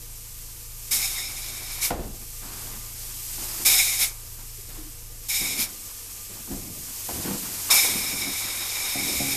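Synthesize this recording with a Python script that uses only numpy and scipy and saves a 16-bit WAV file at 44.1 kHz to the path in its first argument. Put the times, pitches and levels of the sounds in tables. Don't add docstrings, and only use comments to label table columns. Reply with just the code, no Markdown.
import sys
import numpy as np
from scipy import signal
from scipy.fft import rfft, irfft
from scipy.io import wavfile
from scipy.ndimage import uniform_filter1d, map_coordinates

SR = 44100
rng = np.random.default_rng(int(sys.argv[2]) if len(sys.argv) > 2 else 0)


def generate_wav(sig):
    pcm = np.round(np.clip(np.atleast_2d(sig).T, -1, 1) * 32767).astype(np.int16)
    wavfile.write(sys.argv[1], SR, pcm)


N = 412776

# pulled in seconds, let go in seconds, burst level in dB, steady jet level in dB,
# settling time constant in seconds, creep in dB per second, pipe ring over the jet in dB, puff level in dB,
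# change of ring in the puff in dB.
TRIGGER_PULLS = [(0.907, 1.809, -17.5, -35, 0.19, 3.5, -15.5, -20, -5),
                 (3.648, 3.988, -11.5, -32.5, 0.35, -0.5, -13, -19, -2),
                 (5.283, 5.574, -22, -36, 0.49, -2, -11.5, -21.5, -6),
                 (7.7, 9.6, -10, -31, 0.19, 3.5, -12, -20, -4)]
# frequency in Hz, relative density in dB per Hz.
JET_SPECTRUM = [(300, -19.5), (600, -21.5), (1500, -15.5), (3000, -10.5), (4500, -6.5), (6000, -4),
                (9000, -4), (14000, -3.5), (15000, 0.5)]
# frequency in Hz, width of each of two cascaded peaks in Hz, relative level in dB.
PIPE_MODES = [(771, 96, -18), (2271, 330, 1), (3730, 380, -2), (5280, 450, 0), (6870, 730, -2.5),
              (8350, 310, -4), (10070, 380, -7.5), (11290, 450, -11.5), (12600, 510, -5.5)]
# centre in seconds, added level in dB, detune in per cent.
RING_FLARES = [(.918, 9.5, -1), (1.0, 0.5, -2), (1.051, 11, 1), (1.189, 8.5, -9), (1.25, 7.5, 0),
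               (3.655, 5.5, 1), (3.75, 4, -1), (3.8, 7.5, -0.5), (3.9, 1.5, -0.5), (5.295, 1.5, 2),
               (5.37, 2.5, -1), (5.47, 3.5, 1.5), (5.55, -0.5, -0.5), (7.708, 10, 0), (7.775, 4, -0.5),
               (7.82, 2, -0.5)]
# time in seconds, level in dB.
PURGE_LEVEL = [(0, -41), (.4, -39.5), (.75, -40), (.905, -36), (1.95, -44), (2.2, -39), (2.65, -35.5),
               (2.9, -37), (3.647, -29), (4.12, -40.5), (4.55, -39), (5.2, -42), (5.285, -37), (5.7, -37),
               (6.25, -37), (6.75, -36), (7.15, -30.5), (7.5, -31.5), (7.697, -28.5)]
# frequency in Hz, relative density in dB per Hz.
PURGE_SPECTRUM = [(900, -37), (1500, -18.5), (2300, -9), (3800, -10), (5100, -4), (8000, -0.5),
                  (10000, -3.5), (12000, -0.5), (14000, -1), (15000, -3)]
# start in seconds, length in seconds, suit and hose rustle in dB, board rumble in dB.
WORKER_MOVES = [(0.893, 1, -48.5, -55.5), (1.914, .08, -65, -35.5), (2.415, 0.31, -46.5, -49),
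                (2.798, 0.9, -55.5, -57.5), (3.367, 0.22, -45, -48.5), (3.683, 0.38, -49, -56),
                (4.368, 0.045, -55.5, -57), (4.68, 0.095, -52, -54), (5.39, 0.24, -45.5, -45),
                (5.75, 0.44, -59, -63), (6.286, .08, -52, -48), (6.47, .3, -67, -45),
                (6.86, 0.37, -53, -56.5), (7.082, 0.1, -45, -38.5), (7.218, 0.1, -41, -44),
                (7.414, 0.28, -45, -46.5), (7.686, 0.029, -29.5, -43), (7.826, 0.076, -38.5, -40),
                (7.906, 0.43, -43, -43), (8.394, 0.57, -41.5, -53), (8.99, .4, -43.5, -41.5)]
# frequency in Hz, relative density in dB per Hz.
RUSTLE_SPECTRUM = [(300, 4), (500, -1), (1000, 5.5), (2000, -0.5), (3000, -2.5), (5000, 0), (7000, -42)]
# frequency in Hz, relative density in dB per Hz.
RUMBLE_SPECTRUM = [(60, 4.5), (110, -2.5), (250, 1), (350, -3.5), (500, -10), (800, -11), (1200, -33)]
# start in seconds, level of the ring's peak before decay in dB,
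# pitch of the blow in Hz, t60 in seconds (on top of each part's own decay), joist thump before decay in dB rms.
BOARD_KNOCKS = [(1.905, -14.5, 630, 0.33, -33), (1.991, -33, 450, 0.71, -31.5),
                (3.599, -37, 360, 0.19, -54), (5.41, -30.5, 259.8, 1, -41), (5.46, -40, 685, 0.21, -62),
                (6.473, -37, 850, 0.14, -75), (6.496, -30, 200, 0.24, -54),
                (6.511, -25.5, 228, 0.41, -32.5), (7.087, -24, 880, 0.2, -55), (7.1, -38, 296, 0.75, -53),
                (7.25, -22, 250, 0.34, -61), (7.277, -19.5, 245, 0.42, -56), (7.308, -19, 257, 0.53, -53),
                (7.845, -21, 1200, 0.073, -62), (7.949, -27, 204, 0.5, -48), (8.129, -30, 239.4, 0.25, -44),
                (8.266, -27, 242, 0.31, -55)]
# frequency in Hz, relative level in dB, t60 in seconds.
BOARD_MODES = [(136, -3.5, 0.63), (199, 1, 0.67), (240, -2, 0.27), (276.4, 0, 1), (345, -3, 0.4),
               (390, -28, 0.37), (492, -1, .4), (638, -22.5, 0.45), (703, -2.5, 0.56), (797, -4.5, 0.45),
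               (914, -1, 0.13), (1020, -4, 0.099), (1460, -2, .1)]
# start in seconds, length in seconds, frequency in Hz, level in dB rms.
BOARD_CREAKS = [(3.383, 0.32, 355, -49.5), (4.37, 0.062, 378, -56), (4.67, 0.077, 355, -56),
                (4.775, 0.11, 310, -47)]
# start in seconds, level in dB.
HOLLOW_TAPS = [(8.953, -34), (9.201, -31)]
# frequency in Hz, relative level in dB, t60 in seconds.
HOLLOW_MODES = [(131.5, -4.5, 0.97), (200, -2.5, 0.41), (274, -0.5, 0.81), (350, -9, 0.59), (504, -9, 0.35),
                (590, -2.5, 0.14), (712, -2, 0.23), (816, -9, 0.7)]
# time in seconds, strokes per second, level in dB.
COMPRESSOR_RUN = [(0, 27.5, -43.5), (5.3, 27.5, -43.5), (5.6, 24.8, -49), (5.85, 22, -56), (6.05, 20, -85)]
# multiple of the stroke rate, relative level in dB.
STROKE_PARTIALS = [(.5, -13), (1, 0), (2, -9), (3, -15), (4, -7), (5, -19)]
# frequency in Hz, full-load level in dB rms.
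ENGINE_LINES = [(16, -58), (48, -61), (61, -63), (97, -53)]
# time in seconds, level over full load in dB.
ENGINE_LOAD_CURVE = [(0, -14), (5.7, -14), (6, 0), (9.36, 0)]
# frequency in Hz, width in Hz, level in dB rms.
WHINE_BANDS = [(478, 14, -66.5), (1200, 7.4, -67.5)]
# frequency in Hz, relative density in dB per Hz.
AIR_SPECTRUM = [(7.1, -10), (12, 10.5), (32, -5), (65, 0), (106, -1), (127, -23), (162, -7.5), (221, -20),
                (462, -10.5), (600, -112), (780, -51), (1320, -120)]

OPEN_S, OPEN_TREBLE_DB, TREBLE_FADE_S = 0.011, 5, 0.14
RING_DIP_DB, RING_BUILD_S, FLARE_S = -11, 0.02, 0.02
PUFF_RISE_S, PUFF_HOLD_S, PUFF_FALL_DB_PER_S = 0.032, 0.017, 312
PURGE_BACK_S = 0.11
MOVE_RISE_S, MOVE_FALL_S, STILL_RUSTLE_DB, STILL_RUMBLE_DB = 0.017, 0.074, -58, -60.5
DRONE_HZ, DRONE_DB, AIR_DB = 30.4, -53, -55
ATTIC_T60_S, ATTIC_DB = 0.15, -16
HEADROOM, CUTOFF_HZ = 0.54, 13960


def from_db(db):
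    return 10 ** (np.asarray(db) / 20)


def rms_one(x):
    return x / np.sqrt(np.mean(x ** 2) + 1e-20)


def in_time(rows):
    s, *columns = np.transpose(rows)
    return [np.interp(np.arange(N) / SR, s, c) for c in columns]


def drift(rate_hz):
    r = np.exp(-80 * np.pi * rate_hz / SR)
    noise = rng.standard_normal(N // 40 + 2002)
    slow = signal.lfilter([1], [1, -2 * r, r * r], noise)[2000:]
    return np.interp(np.arange(N) / 40, np.arange(len(slow)), rms_one(slow))


def coloured(spectrum, flicker_db, rate_hz):
    hz = np.arange(N // 2 + 1) * SR / N + 1e-3
    at_hz, db = np.transpose(spectrum)
    density_db = np.interp(np.log(hz), np.log(at_hz), db, left=-90)
    shaped = rfft(rng.standard_normal(N)) * from_db(density_db)
    together, out = drift(rate_hz), 0
    first, last = np.floor(np.log2(at_hz[0])), np.ceil(np.log2(at_hz[-1]))
    for centre_hz in 2. ** np.arange(first, last + 1):
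        share = np.clip(1 - np.abs(np.log2(hz / centre_hz)), 0, 1)
        flicker = from_db(flicker_db * (0.8 * together + drift(rate_hz)))
        out = out + irfft(shaped * share, N) * flicker
    return rms_one(out)


def resonance(x, hz, width_hz):
    r = np.exp(-np.pi * width_hz / SR)
    feedback = [1, -2 * r * np.cos(2 * np.pi * hz / SR), r * r]
    return signal.lfilter([(1 - r * r) / 2, 0, (r * r - 1) / 2], feedback, x)


def double_resonance(x, hz, width_hz):
    return resonance(resonance(x, hz, width_hz), hz, width_hz)


def bump(start_s, rise_s, hold_s, fall_s):
    t = np.arange(N) / SR - start_s
    return np.clip(t / rise_s, 0, 1) * np.exp(-np.maximum(t - rise_s - hold_s, 0) / fall_s)


def purge_air():
    level_db, = in_time(PURGE_LEVEL)
    t = np.arange(N) / SR
    shut = sum(1. * ((t > on) & (t < off + PURGE_BACK_S)) for on, off, *_ in TRIGGER_PULLS)
    valve = uniform_filter1d(1 - shut, size=600, mode="nearest")
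    return valve * from_db(level_db) * coloured(PURGE_SPECTRUM, flicker_db=0.5, rate_hz=27.0)


def movement_gains():
    swells = np.array([bump(s, MOVE_RISE_S, length, MOVE_FALL_S) ** 2 for s, length, *_ in WORKER_MOVES])
    _, _, rustle_db, rumble_db = np.transpose(WORKER_MOVES)
    rustle = np.sqrt(from_db(STILL_RUSTLE_DB) ** 2 + from_db(rustle_db) ** 2 @ swells)
    rumble = np.sqrt(from_db(STILL_RUMBLE_DB) ** 2 + from_db(rumble_db) ** 2 @ swells)
    return rustle, rumble


def movement():
    rustle_gain, rumble_gain = movement_gains()
    rustle = rustle_gain * coloured(RUSTLE_SPECTRUM, flicker_db=1.5, rate_hz=22.0)
    rumble = rumble_gain * coloured(RUMBLE_SPECTRUM, flicker_db=2.5, rate_hz=8.4)
    return rustle + rumble


def wavering(phase, db):
    return np.sqrt(2) * from_db(db + drift(2)) * np.sin(phase + rng.uniform(0, 2 * np.pi))


def compressor():
    strokes_per_s, db = in_time(COMPRESSOR_RUN)
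    phase = 2 * np.pi * np.cumsum(strokes_per_s * (1 + 0.003 * drift(2))) / SR
    return sum(wavering(k * phase, db + part_db) for k, part_db in STROKE_PARTIALS)


def engine_and_drone():
    clock = 2 * np.pi * np.cumsum(1 + 0.006 * drift(2)) / SR
    load_db, = in_time(ENGINE_LOAD_CURVE)
    engine = sum(wavering(hz * clock, load_db + line_db) for hz, line_db in ENGINE_LINES)
    return engine + wavering(DRONE_HZ * clock, DRONE_DB)


def whine():
    return sum(from_db(db + 2 * drift(0.58)) * rms_one(resonance(rng.standard_normal(N), hz, width_hz))
               for hz, width_hz, db in WHINE_BANDS)


def attic_air():
    return from_db(AIR_DB) * coloured(AIR_SPECTRUM, flicker_db=4.0, rate_hz=12)


def trigger():
    t = np.arange(N) / SR
    jet, ring_db, treble_db = np.zeros(N), np.zeros(N), np.zeros(N)
    for on, off, burst_db, steady_db, settle_s, creep, pipe_db, puff_db, puff_ring_db in TRIGGER_PULLS:
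        since = np.maximum(t - on, 0)
        let_go = np.maximum(t - off, 0)
        falling = np.maximum(t - off - PUFF_RISE_S - PUFF_HOLD_S, 0)
        flow = from_db(steady_db + creep * since + (burst_db - steady_db) * np.exp(-since / settle_s))
        puff = np.clip((t - off) / PUFF_RISE_S, 0, 1)
        opening = 1 - np.exp(-since / OPEN_S)
        jet += opening * (flow + puff * from_db(puff_db)) * from_db(-PUFF_FALL_DB_PER_S * falling)
        during = (t > on - 0.01) & (t < off + 0.3)
        ring_db += during * (pipe_db + RING_DIP_DB * np.exp(-since / RING_BUILD_S) + puff_ring_db * puff)
        bright = np.exp(-since / TREBLE_FADE_S) + puff * np.exp(-let_go / PUFF_HOLD_S)
        treble_db += during * OPEN_TREBLE_DB * bright
    flares = [np.exp(-0.5 * ((t - s) / FLARE_S) ** 2) for s, *_ in RING_FLARES]
    _, flare_db, flare_detune = np.transpose(RING_FLARES)
    return jet, ring_db + flare_db @ flares, flare_detune @ flares, treble_db


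def pipe_ring(detune_percent):
    eddies = rng.standard_normal(N) * from_db(1.4 * drift(27.0))
    modes = [(-1) ** k * from_db(db + drift(4.3)) * rms_one(double_resonance(eddies, hz, width_hz))
             for k, (hz, width_hz, db) in enumerate(PIPE_MODES)]
    speed = 1 + (detune_percent + 0.8 * drift(8.)) / 100
    low = map_coordinates(sum(modes[:2]), [np.cumsum(speed)], order=3, mode="mirror")
    return low + sum(modes[2:])


def foam_jet():
    gain, ring_db, detune_percent, treble_db = trigger()
    pipe = pipe_ring(detune_percent)
    jet = coloured(JET_SPECTRUM, flicker_db=1.0, rate_hz=13.6)
    treble = signal.sosfilt(signal.butter(1, 8000., "high", fs=SR, output="sos"), jet)
    return gain * (jet + (from_db(treble_db) - 1) * treble + from_db(ring_db) * pipe)


def attic(x):
    t = np.arange(SR // 2) / SR
    tail = rng.standard_normal(len(t)) * from_db(-60 * t / ATTIC_T60_S) * (t > 0.006)
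    return signal.fftconvolve(x, tail / np.sqrt(np.sum(tail ** 2)))[:N]


def knocks():
    out, t = np.zeros(N), np.arange(SR // 2) / SR
    for s, peak_db, blow_hz, t60_s, thump_db in BOARD_KNOCKS:
        rings = 0
        for k, (hz, db, mode_t60_s) in enumerate(BOARD_MODES):
            off_pitch_db = -9.3 * np.abs(np.log2(hz / blow_hz))
            mode_db = db + off_pitch_db + rng.normal(0, 2.1) - 60 * t / mode_t60_s
            rings = rings + from_db(mode_db) * np.sin(2 * np.pi * hz * t) * (-1) ** k
        band = signal.butter(1, [blow_hz / 1.8, blow_hz * 1.23], "band", fs=SR, output="sos")
        rattle = rms_one(signal.sosfilt(band, rng.standard_normal(len(t))))
        crack = 0.5 * rng.standard_normal(len(t)) * from_db(-60 * t / 0.093)
        crack = signal.sosfilt(signal.butter(1, 2.8 * blow_hz, fs=SR, output="sos"), crack)
        hit = from_db(peak_db - 60 * t / t60_s) * (rings / np.abs(rings).max() + 0.14 * rattle + crack)
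        joists = rms_one(resonance(rng.standard_normal(len(t)), 32.0, 41.0))
        joists = joists * from_db(thump_db - 60 * t / 0.53) * np.minimum(t / 0.0036, 1)
        i = round(s * SR)
        out[i:i + len(t)] += (hit + joists)[:N - i]
    return out


def creaks():
    out = np.zeros(N)
    for s, length_s, hz, db in BOARD_CREAKS:
        shape, = in_time([(s, 0), (s + 0.011, 1), (s + length_s, 0.7), (s + length_s + 0.026, 0)])
        out += from_db(db) * shape * rms_one(double_resonance(rng.standard_normal(N), hz, 36.0))
    return out


def taps():
    out, t = np.zeros(N), np.arange(SR // 2) / SR
    for s, tap_db in HOLLOW_TAPS:
        ring = 0
        for k, (hz, db, t60_s) in enumerate(HOLLOW_MODES):
            mode_db = tap_db + db + rng.normal(0, 1.7) - 60 * t / t60_s
            ring = ring + from_db(mode_db) * np.sin(2 * np.pi * hz * t) * (-1) ** k
        i = round(s * SR)
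        out[i:i + len(t)] += ring[:N - i]
    return out


def scene():
    jet = foam_jet()
    machines = compressor() + engine_and_drone() + whine()
    worker = movement() + knocks() + creaks() + taps()
    mono = jet + from_db(ATTIC_DB) * attic(jet) + purge_air() + worker + machines + attic_air()
    return np.array([mono, mono])


def record(dry):
    rounded = HEADROOM * np.tanh(dry / HEADROOM)
    return signal.sosfilt(signal.ellip(14, 0.3, 75, CUTOFF_HZ, fs=SR, output="sos"), rounded)


dry = scene()
out = record(dry)
generate_wav(out)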